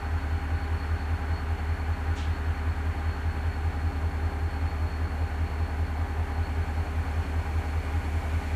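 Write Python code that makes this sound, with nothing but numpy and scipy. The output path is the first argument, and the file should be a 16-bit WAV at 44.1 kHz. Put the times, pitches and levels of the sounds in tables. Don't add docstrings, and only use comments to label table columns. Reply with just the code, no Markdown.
import sys
import numpy as np
from scipy import signal
from scipy.fft import rfft, irfft, next_fast_len
from scipy.io import wavfile

SR = 44100
rng = np.random.default_rng(int(sys.argv[2]) if len(sys.argv) > 2 else 0)


def unload_audio(sound):
    columns = np.transpose(np.atleast_2d(sound))
    steps = np.round(np.clip(columns, -1, 1) * 32767)
    wavfile.write(sys.argv[1], SR, steps.astype(np.int16))


N = 377055
TIME = np.arange(N) / SR

REVS_PER_S = 5.1156
GEAR_TEETH = 79
TURBO_HZ = 4337
SPIT_AT_S = 2.153
CUTOFF_HZ = 14900

# frequency in Hz, level in dB per Hz.
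FAN_SPECTRUM = [(15, -87), (45, -78), (80, -61), (110, -70), (200, -70.5), (330, -74.5), (470, -74),
                (540, -75.5), (720, -71.5), (950, -73), (1200, -84), (2000, -93.5), (4000, -108)]
CLATTER_SPECTRUM = [(600, -97), (1000, -77), (1300, -76), (1550, -74), (1900, -78), (2300, -86.5),
                    (2800, -87), (3600, -95.5), (4200, -99), (5000, -106), (9000, -120)]
AIR_SPECTRUM = [(1200, -103), (1850, -87.5), (2250, -77), (2700, -87.5), (3600, -93.5), (5000, -98.5),
                (6800, -97.5), (10000, -102.3), (12500, -106.5), (15000, -112)]

# frequency in Hz, width of one resonator pass in Hz, rms level in dB.
PANELS = [(29.4, 6.4, -57), (281.4, 45, -52), (472, 34, -62.5), (783, 107, -54)]
DOORS = [(1476, 24, -59), (1570, 180, -60.5), (1900, 8.7, -69)]
GRILLES = [(2153, 82, -64), (2433, 18, -62.5), (2950, 19, -75)]

# swells per turn, time of first top in seconds, depth in dB.
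ROAR_SWELLS = [(1, 0.16, 0), (2, 0.035, 0.52), (8, 0.018, .5)]

# delay in seconds, rise in seconds, hold from onset in seconds, 60 dB decay time in seconds,
# frequency in Hz, width of one resonator pass in Hz, rms level in dB before the envelope.
SPIT = [(0, 0.02, 0.027, 0.35, 5940, 3600, -52), (.008, 0.027, 0.051, 0.5, 2780, 1880, -45.5)]

# time of top in seconds, half-width to 1/e in seconds, gain in dB.
FLARES = [(.61, 0.055, 5), (.82, .04, 7.5), (1.36, .045, 6.5), (3.12, .035, 5), (4.85, 0.49, 3),
          (6.45, .04, 4)]

# steady tone rms in dB, scattered tone rms in dB, scatter width in Hz.
GEAR_MESH = [(-51, -64, 13), (-52, -55.5, 32), (-60, -65, 23)]

# crank angle at the stack in degrees, mean strength in dB.
CYLINDERS = [(14.9, 0.7), (42.9, -1.8), (63.0, -0.5), (87.5, -2.8), (95.5, 2.0), (110.5, 1.3), (143.0, 0.2),
             (159.6, -3.3), (188.0, -1.1), (209.4, -0.9), (230.7, 2.1), (254.8, 2.1), (280.0, -1.6),
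             (294.9, -1.1), (330.0, 2.5), (340.1, 1.6)]

# frequency in Hz, width of one resonator pass in Hz, gain in dB.
STACK = [(41.1, 7.5, 19.5), (79.85, 19.5, 28), (117.3, 23, 5.5), (165.3, 22.4, 7), (258.2, 60, 7)]

FAN_START_DB, FAN_GROWTH_DB_PER_S = -1.38, 0.2555
CLATTER_START_DB, CLATTER_SETTLED_DB = 0.98, -0.5
SETTLE_AT_S, SETTLE_S = 3.5, 0.26
CLATTER_FOLLOWS = 0.34
AIR_START_DB, AIR_BUILDS_AT_S, AIR_GROWTH_DB_PER_S = -2.5, 5.9, 1.93
WHINE_START_DB, WHINE_FADE_DB_PER_S = -61, 0.16
WAVER_DB, WAVER_HZ = 0.6, 5.1
UNEVEN_DB, JITTER_S = 0.3, 0.00008


def from_db(db):
    return 10 ** (np.asarray(db) / 20)


def rms_one(x):
    return x / np.sqrt(np.mean(np.abs(x) ** 2) + 1e-20)


def resonate(x, hz, width_hz):
    r = np.exp(-np.pi * width_hz / SR)
    b = (1 - r * r) / 2 * np.array([1, 0, -1])
    a = [1, -2 * r * np.cos(2 * np.pi * hz / SR), r * r]
    once = signal.lfilter(b, a, x + 1e-18)
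    return signal.lfilter(b, a, once)


def drift(rate_hz):
    r = np.exp(-2 * np.pi * rate_hz / SR)
    slow = signal.lfilter([1], [1, -2 * r, r * r], rng.standard_normal(N + SR))
    return rms_one(slow[SR:])


def coloured_noise(spectrum):
    hz, level_db = np.transpose(spectrum)
    size = next_fast_len(N)
    f = np.maximum(np.arange(size // 2 + 1) * SR / size, 1)
    gain = from_db(np.interp(np.log(f), np.log(hz), level_db))
    gain = gain * np.minimum(f / hz[0], 1) ** 2
    white = rfft(rng.standard_normal(size))
    return irfft(white * gain * np.sqrt(SR / 2), size)[:N]


def ringing(modes):
    out = 0
    for hz, width_hz, level_db in modes:
        ring = resonate(rng.standard_normal(N + SR), hz, width_hz)[SR:]
        out = out + from_db(level_db) * rms_one(ring)
    return out


def scattered(cycles, width_hz):
    in_phase = drift(width_hz / 2) * np.cos(2 * np.pi * cycles)
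    quadrature = drift(width_hz / 2) * np.sin(2 * np.pi * cycles)
    return rms_one(in_phase + quadrature)


def crank(surge, kick, fastest_at_turn):
    angle = 2 * np.pi * (REVS_PER_S * TIME - fastest_at_turn)
    speed = REVS_PER_S * (1 + surge * np.cos(angle) + kick * np.cos(len(CYLINDERS) * angle))
    return np.cumsum(speed) / SR


def crank_swell(per_turn, top_s):
    return np.cos(2 * np.pi * round(per_turn) * REVS_PER_S * (TIME - top_s))


def rushing_air():
    air_db = AIR_START_DB + AIR_GROWTH_DB_PER_S * np.maximum(TIME - AIR_BUILDS_AT_S, 0)
    flow = from_db(air_db)
    return flow * (coloured_noise(AIR_SPECTRUM) + flow * ringing(GRILLES))


def roar_throb_db():
    return sum(db * crank_swell(per_turn, top_s) for per_turn, top_s, db in ROAR_SWELLS)


def valve_clatter(throb_db, flutter_db):
    settled = (1 + np.tanh((TIME - SETTLE_AT_S) / SETTLE_S)) / 2
    level_db = CLATTER_START_DB * (1 - settled) + CLATTER_SETTLED_DB * settled
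    level_db = level_db + CLATTER_FOLLOWS * throb_db + flutter_db * drift(30)
    return from_db(level_db) * (coloured_noise(CLATTER_SPECTRUM) + ringing(DOORS))


def fan_roar(throb_db, flutter_db):
    level_db = FAN_START_DB + FAN_GROWTH_DB_PER_S * TIME + throb_db + flutter_db * drift(16)
    return from_db(level_db) * (coloured_noise(FAN_SPECTRUM) + ringing(PANELS))


def air_dryer():
    out = 0
    for delay_s, rise_s, hold_s, t60_s, hz, width_hz, level_db in SPIT:
        age_s = TIME - SPIT_AT_S - delay_s
        opening = np.sqrt(np.clip(age_s / rise_s, 0, 1))
        fading = np.exp(-np.log(1000) * np.maximum(age_s - hold_s, 0) / t60_s)
        out = out + opening * fading * ringing([(hz, width_hz, level_db)])
    return signal.sosfilt(signal.butter(6, 9800, fs=SR, output="sos"), out)


def turbocharger(scatter_db, throb_db, beat_db):
    cycles = TURBO_HZ / REVS_PER_S * crank(surge=0.0056, kick=0.0096, fastest_at_turn=0.148)
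    steady = np.sqrt(2) * np.sin(2 * np.pi * cycles)
    whine = steady + from_db(scatter_db) * scattered(cycles, width_hz=136)
    swell_db = throb_db * crank_swell(1, top_s=0.014)
    swell_db = swell_db + beat_db * crank_swell(len(CYLINDERS) / 2, top_s=0.006)
    flare_db = sum(db * np.exp(-((TIME - top_s) / width_s) ** 2) for top_s, width_s, db in FLARES)
    level_db = WHINE_START_DB - WHINE_FADE_DB_PER_S * TIME + WAVER_DB * drift(WAVER_HZ)
    return from_db(level_db + swell_db + flare_db) * rms_one(whine)


def gears(load_db):
    mesh = GEAR_TEETH * crank(surge=0.0027, kick=0.0072, fastest_at_turn=0.18)
    angle = 2 * np.pi * REVS_PER_S * TIME
    load = np.sin(2 * angle - np.pi / 3) + np.cos(5 * angle)
    out = 0
    for k, (steady_db, scatter_db, width_hz) in enumerate(GEAR_MESH, 1):
        brightness = from_db(load_db * (k - 1.5) * load)
        tone = rms_one(brightness * np.sin(2 * np.pi * k * mesh))
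        out = out + from_db(steady_db) * tone
        out = out + from_db(scatter_db) * scattered(k * mesh, width_hz)
    return out


def exhaust(drone_db, drone_lag_deg):
    angle_deg, level_db = np.transpose(CYLINDERS)
    turns = np.arange(-2, N / SR * REVS_PER_S)[:, None]
    chance = rng.standard_normal((len(turns), len(angle_deg), 2))
    when_s = (turns + angle_deg / 360) / REVS_PER_S + JITTER_S * chance[..., 0]
    strength = from_db(level_db + UNEVEN_DB * chance[..., 1])
    pulses = np.zeros(N + 2 * SR)
    np.add.at(pulses, ((when_s + 1) * SR).astype(int), strength)
    boom = sum(from_db(db) * resonate(pulses, hz, width_hz) for hz, width_hz, db in STACK)
    shaft = 2 * np.pi * REVS_PER_S * TIME - np.radians(drone_lag_deg)
    drone = np.sqrt(2) * np.cos(len(CYLINDERS) / 2 * shaft)
    return boom[SR:SR + N] + from_db(drone_db) * drone


def scene():
    throb_db = roar_throb_db()
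    hood = rushing_air() + valve_clatter(throb_db, flutter_db=0.47) + fan_roar(throb_db, flutter_db=0.47)
    whine = turbocharger(scatter_db=0.0, throb_db=1.0, beat_db=0.5)
    engine = gears(load_db=3.0) + exhaust(drone_db=-35.5, drone_lag_deg=36.8)
    return (hood + air_dryer() + whine + engine)[None]


def record(dry):
    return signal.sosfilt(signal.ellip(12, 0.1, 80, CUTOFF_HZ, fs=SR, output="sos"), dry)


dry = scene()
out = record(dry)
unload_audio(out)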